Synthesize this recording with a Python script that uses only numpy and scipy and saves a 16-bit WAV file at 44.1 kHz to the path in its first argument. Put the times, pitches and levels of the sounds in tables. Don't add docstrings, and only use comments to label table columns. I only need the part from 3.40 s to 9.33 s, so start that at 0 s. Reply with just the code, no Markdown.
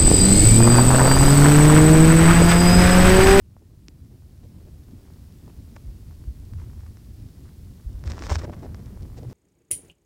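import sys
import numpy as np
from scipy import signal
from scipy.fft import rfft, irfft, next_fast_len
from scipy.io import wavfile
from scipy.ndimage import map_coordinates

SR = 44100
rng = np.random.default_rng(int(sys.argv[2]) if len(sys.argv) > 2 else 0)


def transcribe(u):
    v = np.clip(np.atleast_2d(u).T, -1, 1)
    q = np.round(v * 32767).astype(np.int16)
    wavfile.write(sys.argv[1], SR, q)


N = 261513
TIME = np.arange(N) / SR
SIZE = next_fast_len(N + SR // 2, real=True) // 2 * 2
FREQS = np.fft.rfftfreq(SIZE, 1 / SR)


# t/s, length/s, thud/dB, rasp/dB, grit/dB
FINGER_RUBS = [(0.217, 0.008, -52.5, -76, -85), (0.707, 0.0065, -51, -77, -78),
               (1.023, 0.038, -56, -72, -76), (1.177, 0.114, -58.5, -71.5, -82),
               (1.642, 0.088, -69, -70.5, -82), (2.068, 0.04, -61, -64, -76), (2.358, 0.011, -50, -54, -64),
               (3.181, 0.076, -65, -59.5, -70), (3.282, 0.203, -74, -67, -80),
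               (4.052, 0.057, -82, -67.5, -76), (4.985, 0.014, -47, -48.5, -47),
               (5.033, 0.02, -35, -43.5, -52.5), (5.073, 0.031, -39.5, -57, -79),
               (5.13, 0.0086, -36.5, -41, -59), (5.225, 0.036, -39, -55.5, -64),
               (5.77, 0.026, -51, -64, -59), (5.825, 0.027, -43.5, -67, -77), (5.888, 0.06, -49, -62, -63)]
# t/s, rasp/dB, grit relative to rasp/dB
FINGER_SCRAPE = [(4.648, -61, -4), (4.672, -48, -2), (4.686, -54, -9), (4.704, -42.5, -3), (4.728, -54, -7),
                 (4.77, -53, -5.5), (4.81, -52, -6.5), (4.858, -45, -2), (4.884, -52.5, -6),
                 (4.902, -34, -4.5), (4.919, -38, -2.5), (4.935, -49.5, 2), (4.955, -41, -0.5),
                 (4.976, -56.5, -11), (4.993, -54, -6), (5.029, -47, -10.5)]
def finger_contact():
    rubs = sum(np.outer(amp(db), stroke(t, t + length)) for t, length, *db in FINGER_RUBS)
    rasp_db, grit_db = curves(FINGER_SCRAPE)
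    mean_rasp_db = np.mean(FINGER_SCRAPE, axis=0)[1]
    thud_db = -45 + 0.53 * (rasp_db - mean_rasp_db)
    scrape = amp([thud_db, rasp_db + 0.34, rasp_db + grit_db + 1.4])
    return rubs + scrape * stroke(FINGER_SCRAPE[0][0], FINGER_SCRAPE[-1][0])


def stroke(start, end, rise_s=0.0047, fall_s=0.0054):
    return (.5 + .5 * np.tanh((TIME - start) / rise_s)) * (.5 - .5 * np.tanh((TIME - end) / fall_s))


# f/Hz, level/dB
THUD_SPECTRUM = [(60, -21), (180, -9.5), (330, 1), (600, -4.5), (850, -13.5), (1500, -31.5), (4000, -82.5)]
RASP_SPECTRUM = [(150, -19.5), (500, -12), (900, 3.5), (1400, 0.5), (1850, -2), (2300, -7), (3300, -12.5),
                 (6000, -30), (14000, -59)]
GRIT_SPECTRUM = [(600, -50), (2000, -2), (3000, -6.5), (3700, -1), (4500, -2.5), (5400, 1.5), (6100, -2.5),
                 (7300, -5.5), (8600, -10), (9800, -23.5), (15500, -24)]
def rubbing():
    thud, rasp, grit = finger_contact()
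    pressure = unit(amp(1.3 * wobble(260)))
    catches_per_s = np.interp(rasp, amp([-62.5, -43.5]), [330, 2200])
    coarse = pressure * slips(per_s=catches_per_s, spread_db=4)
    fine = unit(0.31 * coarse + pressure * slips(per_s=3900, spread_db=6.5))
    layers = [(thud, coarse, colour(THUD_SPECTRUM, case_db=1)),
              (rasp, coarse, colour(RASP_SPECTRUM, case_db=8)),
              (grit, fine, colour(GRIT_SPECTRUM))]
    return sum(filtered(gain * drive, response) / np.std(filtered(drive, response))
               for gain, drive, response in layers)


# t/s, knock going into the case/dB, tick at the port/dB
GRIP_SLIPS = [(0.1668, -41, -62), (0.4838, -43, -27.5), (0.8224, -52, -68), (1.4875, -50, -70),
              (1.703, -45, -66), (2.079, -43.5, -66), (2.3647, -35, -39.5), (2.3681, -35, -48),
              (2.7108, -45.5, -52), (2.8399, -47.5, -53), (3.136, -40.5, -43), (3.3342, -47, -59),
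              (3.4069, -48, -50), (3.4643, -43.5, -50), (3.5712, -43.5, -43.5), (4.6395, -34, -36),
              (4.6765, -31.5, -30), (4.719, -31, -23), (4.781, -26.5, -41), (4.7924, -37, -30),
              (4.823, -25, -27), (4.8377, -30, -29), (4.8679, -25, -28), (4.8959, -21.5, -31),
              (4.9025, -19, -33), (4.9161, -18, -35), (4.9212, -19.5, -38), (4.956, -18, -20.5),
              (4.9573, -21.5, -17.5), (4.9646, -37, -29), (4.985, -41, -50), (5.037, -30, -57),
              (5.0971, -25.5, -56), (5.1296, -33, -54), (5.232, -32, -54), (5.265, -36.5, -53),
              (5.3462, -34, -35), (5.574, -40, -59), (5.8344, -32, -72)]
# f/Hz, gain/dB
KNOCK_PATH = [(40, 4), (500, 1.5), (1300, -0.5), (2600, 7), (5000, -6), (15000, -42)]
def clicks(centre_hz=1250, hardness_db_per_octave=25):
    times, knock_db, tick_db = np.transpose(GRIP_SLIPS)
    knock_hz = centre_hz * 2 ** ((tick_db - knock_db) / hardness_db_per_octave)
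    knocks = jolts(zip(times, knock_db, knock_hz), rise=0.14, fall=0.27)
    return filtered(knocks, colour(KNOCK_PATH, case_db=9)) + port_ticks(times, tick_db)


# f/Hz, level/dB
PORT_SPECTRUM = [(300, -19), (1500, -13), (2600, -0.5), (3200, -3.5), (4200, -2), (5500, 3.5), (7000, -8.5),
                 (8500, -14.5), (10000, -23.5), (15500, -47)]
def port_ticks(times, levels_db):
    port = colour(PORT_SPECTRUM)
    ring_peak = np.abs(signal.hilbert(irfft(port, SIZE))).max()
    impulses = np.bincount(np.round(times * SR).astype(int), amp(levels_db), N)[:N]
    return filtered(impulses, port / ring_peak)


# t/s, level/dB, f/Hz
NUDGES = [(0.487, -39, 270), (1.536, -34.5, 250), (2.488, -27, 48), (2.883, -20.5, 61.5), (4.471, -22, 54),
          (4.55, -27.5, 52.4), (4.674, -17.5, 74), (4.715, -23.5, 63.4), (4.92, -12, 74.6),
          (4.97, -19.5, 84), (5.87, -24, 110)]
def bumps():
    return jolts(NUDGES, rise=0.31, fall=0.71)


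# t/s, level above a calm hold/dB
RESTLESSNESS = [(0, 1), (1.7, 2), (2.6, 0), (3.3, 1), (4.4, 0.5), (4.9, 6.5), (5.2, 7.5), (5.55, 5.5),
                (5.93, 6)]
# f/Hz, level/dB
CREAK_SPECTRUM = [(150, -22.5), (400, 3), (700, -2), (1200, -8), (2000, -13.5), (3000, -27), (8000, -45)]
def creaks(creak_db=-70.5, crackle_db=-81):
    restless_db, = curves(RESTLESSNESS)
    clusters = slips(per_s=400, spread_db=4.5) * amp(1.6 * wobble(11))
    dull = unit(filtered(clusters, colour(CREAK_SPECTRUM, case_db=3)))
    fine = unit(filtered(slips(per_s=160, spread_db=11.5), colour(GRIT_SPECTRUM)))
    return fade_in() * amp(1.64 * restless_db) * (amp(creak_db) * dull + amp(crackle_db) * fine)


# t/s, level/dB
GARDEN_RUMBLE = [(0.0, -52.5), (0.49, -53), (2.82, -44.5), (3.09, -39.5), (3.52, -47), (4.46, -47),
                 (4.62, -39.5), (4.92, -36.5), (5.5, -43), (5.93, -40.5)]
# f/Hz, level/dB
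RUMBLE_SPECTRUM = [(10, -28), (25, -12.5), (38, -9), (52, -4), (84, -0.5), (110, -6.5), (160, -19.5),
                   (300, -43.5), (800, -90)]
def rumble(trim_db=3.5):
    level_db, = curves(GARDEN_RUMBLE)
    return amp(trim_db + level_db + 1.8 * wobble(13)) * noise(RUMBLE_SPECTRUM)


# f/Hz, level/dB
TREMOR_SPECTRUM = [(60, -28), (120, 2.5), (170, -1), (250, -3.5), (350, -10.5), (500, -21.5), (800, -30),
                   (1500, -39.5), (3000, -45.5), (8000, -76)]
def tremor(calm_db=-51):
    restless_db, = curves(RESTLESSNESS)
    return amp(calm_db + restless_db + 1.82 * wobble(22)) * noise(TREMOR_SPECTRUM)


# f/Hz, level/dB
HISS_SPECTRUM = [(100, 4.9), (700, 2), (1500, 1.8), (2800, 2.1), (6000, 1.8), (10000, 1.45), (15800, 0.5)]
AIRY_SPECTRUM = [(1500, -18), (3200, -8), (4500, 1), (5400, 0.5), (6500, -11.5), (9000, -20), (15000, -40)]
def hiss(hiss_db=-63, airy_db=-74.5):
    return amp(hiss_db) * noise(HISS_SPECTRUM) + amp(airy_db) * noise(AIRY_SPECTRUM)


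def fade_in(depth_db=8.5, length_s=2.36):
    return amp(-depth_db * np.clip(1 - TIME / length_s, 0, 1) ** 1.64)


# f/Hz, width/Hz, weight/dB
CASE_MODES = [(593, 16, -6), (976, 37, -13), (1125, 42, -8), (1330, 15, -16)]
def colour(points, case_db=0):
    hz, db = np.transpose(points)
    peaks = sum(amp(weight) / (1 + (2 * (FREQS - centre) / width) ** 2)
                for centre, width, weight in CASE_MODES)
    gain = amp(np.interp(np.log(FREQS + 1), np.log(hz), db) + case_db * peaks)
    cepstrum = irfft(np.log(gain + 1e-6), SIZE)
    cepstrum[1:SIZE // 2] *= 2
    cepstrum[SIZE // 2 + 1:] = 0
    return np.exp(rfft(cepstrum))


def jolts(rows, rise, fall):
    out = np.zeros(N)
    for t, db, hz in rows:
        near = slice(max(0, int((t - 10 / hz) * SR)), int((t + 20 / hz) * SR))
        cycles = (TIME[near] - t) * hz
        swell = np.exp(1 - np.hypot(1, cycles / np.where(cycles < 0, rise, fall)))
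        out[near] += amp(db) * swell * np.cos(2 * np.pi * cycles + rng.normal(0, 0.59))
    return out


def slips(per_s, spread_db):
    sizes = amp(spread_db * np.clip(rng.standard_normal(N), -2, 2)) * rng.choice([-1, 1], N)
    slipping = rng.random(N) < per_s / SR
    return unit(sizes * slipping / np.sqrt(per_s))


def noise(points):
    return unit(filtered(rng.standard_normal(N), colour(points)))


def filtered(x, response):
    return irfft(rfft(x, SIZE) * response, SIZE)[:N]


def wobble(rate):
    return map_coordinates(rng.standard_normal(int(N * rate / SR) + 4), [TIME * rate])


def curves(rows):
    times, *columns = np.transpose(rows)
    return [np.interp(TIME, times, column) for column in columns]


def amp(db):
    return 10 ** (np.asarray(db) / 20)


def unit(x):
    return x / np.sqrt(np.mean(x ** 2) + 1e-20)


def scene():
    handling = clicks() + rubbing() + creaks() + bumps()
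    background = rumble() + fade_in() * (tremor() + hiss())
    return (handling + background)[None]


def record(dry):
    top_hz = 15850
    return filtered(dry[0], FREQS < top_hz)[None]


dry = scene()
out = record(dry)
transcribe(out)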